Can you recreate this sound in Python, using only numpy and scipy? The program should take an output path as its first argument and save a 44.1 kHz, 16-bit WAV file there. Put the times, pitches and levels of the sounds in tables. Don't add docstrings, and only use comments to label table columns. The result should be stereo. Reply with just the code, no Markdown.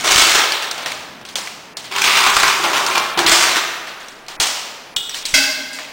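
import sys
import numpy as np
from scipy import signal
from scipy.fft import rfft, irfft, next_fast_len
from scipy.io import wavfile
from scipy.ndimage import map_coordinates

SR = 44100
rng = np.random.default_rng(int(sys.argv[2]) if len(sys.argv) > 2 else 0)


def invert_db(x):
    u = np.asarray(x, float) / 20
    return 10 ** u


def master(y):
    cut = np.clip(np.atleast_2d(y).T, -1, 1)
    pcm = np.round(cut * 32767)
    wavfile.write(sys.argv[1], SR, pcm.astype(np.int16))


N = 261336


def unit(x):
    return x / np.sqrt(np.mean(x ** 2) + 1e-20)


def along(points, hz):
    f, v = np.transpose(points)
    return np.interp(np.log(hz + 1), np.log(f + 1), v)


def filtered(x, response):
    m = next_fast_len(len(x) + 8192)
    hz = np.fft.rfftfreq(m, 1 / SR)
    return irfft(rfft(x, m) * response(hz), m)[:len(x)]


def resonances(modes):
    def response(f):
        total = 0
        for k, (centre, width, db) in enumerate(modes):
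            band = 1j * f * width
            total = total + (-1) ** k * invert_db(db) * band / (centre * centre - f * f + band)
        return total
    return response


# frequency in Hz, level in dB per Hz.
STILL_AIR_COLOUR = [(15, -34), (30, 2), (90, -27.5), (400, -11), (1690, -13), (10000, -48), (13000, -67),
                    (22000, -120)]
# time in seconds, level in dB.
RUMBLE_LEVEL = [
    (0.0, -34),
    (0.56, -54),
    (0.98, -41.5),
    (1.61, -47.5),
    (2.38, -39.5),
    (3.25, -43),
    (3.93, -52.5),
    (5.9, -53.5),
]
# frequency in Hz, level in dB per Hz.
RUMBLE_COLOUR = [(20, -30), (40, -3), (120, -11), (300, -8), (600, -47), (22000, -120)]


def air():
    def noise(colour):
        return unit(filtered(rng.standard_normal(N), lambda f: invert_db(along(colour, f))))

    s, db = np.transpose(RUMBLE_LEVEL)
    rumble_db = np.interp(np.arange(N) / SR, s, db) - 7
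    return invert_db(-43) * noise(STILL_AIR_COLOUR) + invert_db(rumble_db) * noise(RUMBLE_COLOUR)


# frequency in Hz, t60 in seconds.
LAB_DECAY = [(150, 0.76), (500, 1.63), (2000, 1.266), (6000, 0.97), (10000, 0.65)]


def lab(x):
    out, step = np.zeros(N + 3 * SR), SR // 4
    for start in range(0, N, step):
        hz, t, z = signal.stft(rng.standard_normal(SR + SR // 4), SR, nperseg=256)
        decay = invert_db(-60 * t / along(LAB_DECAY, hz)[:, None])
        tail = signal.istft(z * decay, SR, nperseg=256)[1]
        age = np.arange(len(tail)) / SR
        tail = tail * (1 - np.exp(-age / 0.0042)) * (1 + 0.92 * np.exp(-age / 0.024))
        wet = signal.fftconvolve(x[start:start + step], tail / np.linalg.norm(tail))
        out[start:][:len(wet)] += wet
    return out[:N]


# time in seconds, level in dB.
STAND_THUDS = [
    (0.16, -5),
    (2.369, -16),
    (3.264, -18),
    (4.4, -8),
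    (4.964, -20),
    (5.338, -8),
]


def thuds():
    out = np.zeros(N + SR)
    u = np.arange(SR // 5) / SR / 0.018
    push = np.e * u * np.exp(-u)
    for s, db in STAND_THUDS:
        out[round(s * SR):][:len(u)] += invert_db(db) * push
    return out[:N]


def ringing(modes, blows, flutter_hz):
    out, t = np.zeros(N + SR), np.arange(SR) / SR
    onset = np.clip(t / 0.00068, 0, 1)
    for s, db in blows:
        for hz, level_db, t60 in modes:
            knots = rng.standard_normal((2, SR // 80))
            rate_hz = min(flutter_hz * np.sqrt(hz / 1000), 500)
            a, b = (map_coordinates(k, [t * rate_hz], order=1) for k in knots)
            mode = (0.5 + a) * np.sin(2 * np.pi * hz * t) + b * np.cos(2 * np.pi * hz * t)
            out[round(s * SR):][:SR] += invert_db(db + level_db - 60 * t / t60) * mode * onset
    return out[:N]


# frequency in Hz, level in dB, t60 in seconds.
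STOOL_MODES = [(341, -8.5, 0.44), (420, -11.5, 0.21), (794, 4.5, 0.038), (980, -5, 0.055),
               (1460, -11, 0.45), (1630, -6, 0.22)]
# time in seconds, level in dB.
STOOL_BLOWS = [
    (2.598, -23),
    (3.174, -18),
    (3.192, -21),
    (3.216, -18),
]


def stool():
    return ringing(STOOL_MODES, STOOL_BLOWS, flutter_hz=50)


# frequency in Hz, level in dB, t60 in seconds.
TIP_MODES = [(5700, 5, 0.087), (7960, 4, .08), (10100, -18, 0.18)]
# time in seconds, level in dB.
TIP_BLOWS = [
    (5.093, -32.5),
    (5.254, -29),
]


def blade_tip():
    return ringing(TIP_MODES, TIP_BLOWS, flutter_hz=160)


# frequency in Hz, level in dB, t60 in seconds.
BLADE_MODES = [(1367, -18, 0.21), (2940, -5, 0.093), (3250, -5, 0.12), (3500, 0.5, 0.091),
               (3770, -1.5, 0.075), (4330, -16, .04), (7620, -6.5, 0.12)]
# time in seconds, level in dB.
BLADE_BLOWS = [
    (4.965, -17),
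]


def blade():
    return ringing(BLADE_MODES, BLADE_BLOWS, flutter_hz=150)


# frequency in Hz, level in dB, t60 in seconds.
HOPPER_MODES = [(272, -19, 1.34), (623, -22, 1.7), (815, -13.5, 0.58), (1050, -21.5, 1), (1500, 0, 0.28),
                (1540, -4, 0.43), (1620, -8, 0.85), (1850, -14, 0.79), (2039, 1, 0.19), (2121, -5.5, 0.58),
                (2190, -4, 0.38), (2640, -1, 0.49), (3295, -7.5, .65),
                (3950, -17, .25), (4145, -12, 0.93), (4610, -10, 0.7), (4730, -1.5, 0.26), (4870, -4, .55),
             (5500, -3, .4), (5870, -6, .35), (6400, -7, .35), (7079, -10, .22)]
# time in seconds, level in dB.
HOPPER_BLOWS = [
    (5.34, -16.5),
]


def hopper():
    return ringing(HOPPER_MODES, HOPPER_BLOWS, flutter_hz=85)


# time in seconds, peak in dB, ring in Hz, room share in dB, hardness in dB.
STONE_KNOCKS = [(0.6236, -15, 1430, 0, -0.5), (0.7116, -11.5, 3800, -8, 1.5),
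                (0.7788, -15.5, 942, -1, -5.5), (0.8196, -31, 1420, 12, -2),
                (0.8597, -9.5, 1880, -2.5, -1.5), (0.9178, -11.5, 2140, -12, 2),
                (1.251, -23.5, 2850, -1, -1), (1.3555, -6.5, 3400, -4.5, 2), (1.3844, -16, 970, -4.5, -5),
                (1.7695, -14, 4300, -5, 2), (2.8641, -3.5, 1540, -7, 2.5), (2.9781, -5.5, 1180, -2.5, -3),
                (3.1748, -10, 800, 6, -5.5), (3.1895, -2.5, 1665, -6.5, 0), (4.0008, -34, 1260, 9.5, -1),
                (4.2825, -19.5, 900, 0.5, -1.5), (4.3997, -5, 3550, 5, 2.5), (4.9631, -10.5, 3500, -6.5, 5)]
EDGE_TICKS = [(0.0685, -9, 940, 2.5, 2), (1.2878, -25.5, 3490, -1, 2), (1.8394, -35, 1400, 13, 1),
              (2.1692, -5, 2480, -4, 6), (3.2632, -3, 3760, 1.5, 0.5), (4.083, -25, 5530, -4.5, 6),
              (4.121, -36, 4600, -9, 0), (4.263, -28.5, 4400, -9, 4), (5.0934, -18, 5700, -4.5, -2),
              (5.1438, -15.5, 3050, 1.5, 2.5), (5.2535, -7.5, 3900, -3.5, 7.5), (5.339, -15, 2280, 15, 5),
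              (5.7303, -22, 7000, 2.5, 9)]
PADDED_BUMPS = [(0.5205, -6.5, 4470, -3, -2.5), (1.2126, -29, 1570, -9, -6), (1.915, -20, 2680, -17, 5),
                (1.9614, -8, 2640, -21, 3), (2.0396, -6, 2600, 1.5, 0), (2.4989, -11, 3450, -19, -5),
                (2.6384, -8, 1020, 4, -14.5), (2.7311, -13, 1000, 5, -12.5), (3.1, -21, 1310, -17, 3),
                (3.5776, -18.5, 3310, -1, 0), (3.8702, -25.5, 1290, 6, -4.5)]
NARROW_TAPS = [
    (1.4725, -14, 2190, -12.5, 0),
    (2.265, -5, 1300, -2.5, 0),
    (2.366, -1.5, 1170, -12, 1),
    (2.4334, -8, 1000, -1, -1.8),
    (5.7869, -16, 1850, -3, -0.9),
]
# low in dB, treble in dB, ring in dB.
CONTACT_COLOURS = [(-5.5, -3, -4), (-12, -5.5, 1), (-9.5, -7, 3.5), (-5, -19, 8.5)]


def knocks():
    near, far, t = np.zeros(N + SR), np.zeros(N + SR), np.arange(SR // 10) / SR
    tables = STONE_KNOCKS, EDGE_TICKS, PADDED_BUMPS, NARROW_TAPS
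    rows = [(*row, *colour) for table, colour in zip(tables, CONTACT_COLOURS) for row in table]
    for s, db, hz, room_db, hard_db, low_db, treble_db, ring_db in rows:
        tilt = [(786, 650, low_db - hard_db + 6.5),
                (3080, 2880, 2.23),
                (7100, 8100, treble_db + hard_db - 0.5)]
        burst = rng.standard_normal(len(t)) * invert_db(-60 * t / 0.029) * (1 - np.exp(-t / 0.00039))
        crack = filtered(burst, resonances(tilt + [(hz, 400, ring_db + 8)]))
        body, ring = resonances(tilt), resonances([(hz, 550, ring_db - 3)])
        push = filtered(1.0 * (t == 0), lambda f: body(f) + ring(f))
        i = round(s * SR)
        near[i:][:len(t)] += invert_db(db + 2.5) * crack / np.abs(crack).max()
        far[i:][:len(t)] += invert_db(db + room_db + 22) * push / np.linalg.norm(push)
    return near[:N], far[:N]


def all_knocks():
    return STONE_KNOCKS + EDGE_TICKS + PADDED_BUMPS + NARROW_TAPS


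def jolts():
    hits = np.zeros(N)
    for s, db, *_ in all_knocks():
        hits[round(s * SR)] = invert_db(db - 9)
    return signal.lfilter([1], [1, -np.exp(-1 / (0.045 * SR))], hits)


def gravel(per_second, spread_db, life, smooth):
    size_db = spread_db * np.minimum(rng.exponential(1, N), 2.3)
    starts = (rng.random(N) < per_second / SR) * invert_db(size_db)
    bursts = signal.lfilter([1], [1, -invert_db(-60 / (life * SR))], starts)
    return unit(bursts) + smooth


# time in seconds, force in dB, speed in dB.
DIG_STROKES = [
    [(0.0, -7.5, -3), (0.024, -25, 1.5), (0.132, -10, 1), (0.212, -11, -1), (0.372, -17, -0.5),
     (0.46, -19.5, -17)],
    [(3.255, -49, -1), (3.266, -12.5, 4), (3.492, -18.5, -0.5), (3.506, -11, -5), (3.6, -19.5, -8)],
]
# time in seconds, force in dB, speed in dB.
DRAG_STROKES = [
    [(1.922, -17, -4), (1.95, -18, -3.5), (2.029, -13.5, 2.5), (2.09, -13, -3), (2.153, -9, -6.5),
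     (2.33, -19.5, 3.5)],
    [(2.33, -29, 14), (2.376, -15.5, 5), (2.472, -13, -1.5), (2.606, -35, 11), (2.62, -10, 9)],
    [(2.62, -23.5, 8.5), (2.704, -25.5, 4.5), (2.738, -16.5, 3), (2.92, -22, -1.5), (2.964, -15.5, -36),
     (3.0, -29, -5)],
]
# frequency in Hz, width in Hz, level in dB.
HEAP_BOOM = [(354, 76, -3.5), (663, 280, -2), (1400, 600, 1.5)]
HEAP_CRUNCH = [(2000, 680, 6.5), (3660, 1440, 5)]
TRAY_BOOM = [(390, 32, -5.5), (660, 320, -10), (1170, 530, -1.5)]
BLADE_CRUNCH = [(1730, 1170, 5.5), (2380, 490, 14), (3500, 1400, 6)]
JOLTED_FLOOR = [(1010, 226, -0.5), (1300, 205, 1.5), (1550, 190, -3)]
# frequency in Hz, level in dB.
GRIT_COLOUR = [(2500, -30), (4500, -0.5), (6000, 1), (8000, -1.5), (10000, -6)]


def strokes():
    t, stones = np.arange(N) / SR, gravel(per_second=250, spread_db=4.5, life=0.016, smooth=0.39)

    def sound(body):
        return unit(filtered(stones * rng.standard_normal(N), body))

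    grit = sound(lambda f: invert_db(along(GRIT_COLOUR, f)))
    dig = DIG_STROKES, sound(resonances(HEAP_CRUNCH)), sound(resonances(HEAP_BOOM)), 0, 1
    drag = DRAG_STROKES, sound(resonances(BLADE_CRUNCH)), sound(resonances(TRAY_BOOM)), -2, -3.5
    jolt = jolts() * sound(resonances(JOLTED_FLOOR))
    average_db = -17
    out = np.zeros(N)
    for table, crunch, boom, boom_db, grit_db in (dig, drag):
        for rows in table:
            s, force, speed = np.transpose(rows)
            edge = np.clip(np.minimum(t - s[0] + 0.014, s[-1] - t) / 0.021, 0, 1)
            force_db, speed_db = np.interp(t, s, force), np.interp(t, s, speed)
            low_db = average_db + boom_db + 0.33 * (force_db - average_db) - 0.12 * speed_db
            low = invert_db(low_db) * boom + jolt
            high = invert_db(force_db) * (crunch + invert_db(grit_db + speed_db) * grit)
            out += edge * invert_db(-5.5) * (high + low)
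    return out


def scene():
    scrape, (cracks, pushes) = strokes(), knocks()
    steel = hopper() + blade() + blade_tip() + stool()
    send = filtered(invert_db(0.5) * scrape + pushes, lambda f: (1j * f / (277 + 1j * f)) ** 2)
    mono = scrape + cracks + steel + thuds() + lab(send + invert_db(-1.5) * steel) + air()
    return np.array([mono, mono])


def attacks():
    return np.sort([row[0] for row in all_knocks()])


def patchy(x, share, depth_db):
    hz, t, z = signal.stft(x, SR, nperseg=256)
    since = t[:, None] - attacks()
    busy = ((since > 0.008) & (since < 0.06)).any(axis=1)
    coarse = rng.random((len(hz) // 5 + 1, len(t) // 3 + 1))
    patches = np.kron(coarse, np.ones((5, 3)))[:len(hz), :len(t)]
    lost = (patches < share) & busy & (hz[:, None] > 4500)
    return signal.istft(z * invert_db(depth_db * lost), SR, nperseg=256)[1][:N]


def gapped(x):
    grid_s, grid_start_s = 0.036, 0.0105
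    x, treble, span = x.copy(), filtered(x, lambda f: f > 4000) ** 2, SR // 100
    for s in attacks():
        i, end = round(s * SR), s - 0.0022
        start = s - (s - grid_start_s) % grid_s
        after, before = treble[i:i + span].mean(), treble[i - 2 * span:i - span // 2].mean()
        rise_db = 10 * np.log10(after / before)
        near = slice(max(i - 10 * span, 0), i)
        t = np.arange(near.start, i) / SR
        gate = np.clip(np.minimum(t - start, end - t) / 0.00033, 0, 1)
        edge_hz = 6800 * 0.5 ** (rise_db / 19.5)
        lost = filtered(x[near] * (t < end), lambda f: f > edge_hz)
        depth_db = 1.2 * max(rise_db - 6.5, 0)
        x[near] -= (1 - invert_db(-depth_db)) * gate * lost
    return x


def band_limit(x):
    return signal.sosfilt(signal.butter(12, 16820, fs=SR, output="sos"), x)


# frequency in Hz, level in dB.
MIC_COLOUR = [(25, -22), (150, 6.5), (500, 0), (1500, -1), (5000, 1), (9900, -2)]


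def record(dry):
    x = filtered(dry[0], lambda f: invert_db(along(MIC_COLOUR, f)))
    x = x / (1 + np.abs(x / 1.05) ** 5) ** (1 / 5)
    x = x + 0.57 * filtered(x ** 4, lambda f: 1 / (1 + 1j * f / 30))
    x = filtered(x, lambda f: (f < 10000) & (f > 15))
    x = gapped(patchy(x, share=0.12, depth_db=-22))
    x = signal.resample_poly(x, 320, 441)[np.arange(N) * 320 // 441]
    x = filtered(x, lambda f: f < 15900)
    return band_limit(np.array([x, x]))


dry = scene()
out = record(dry)
master(out)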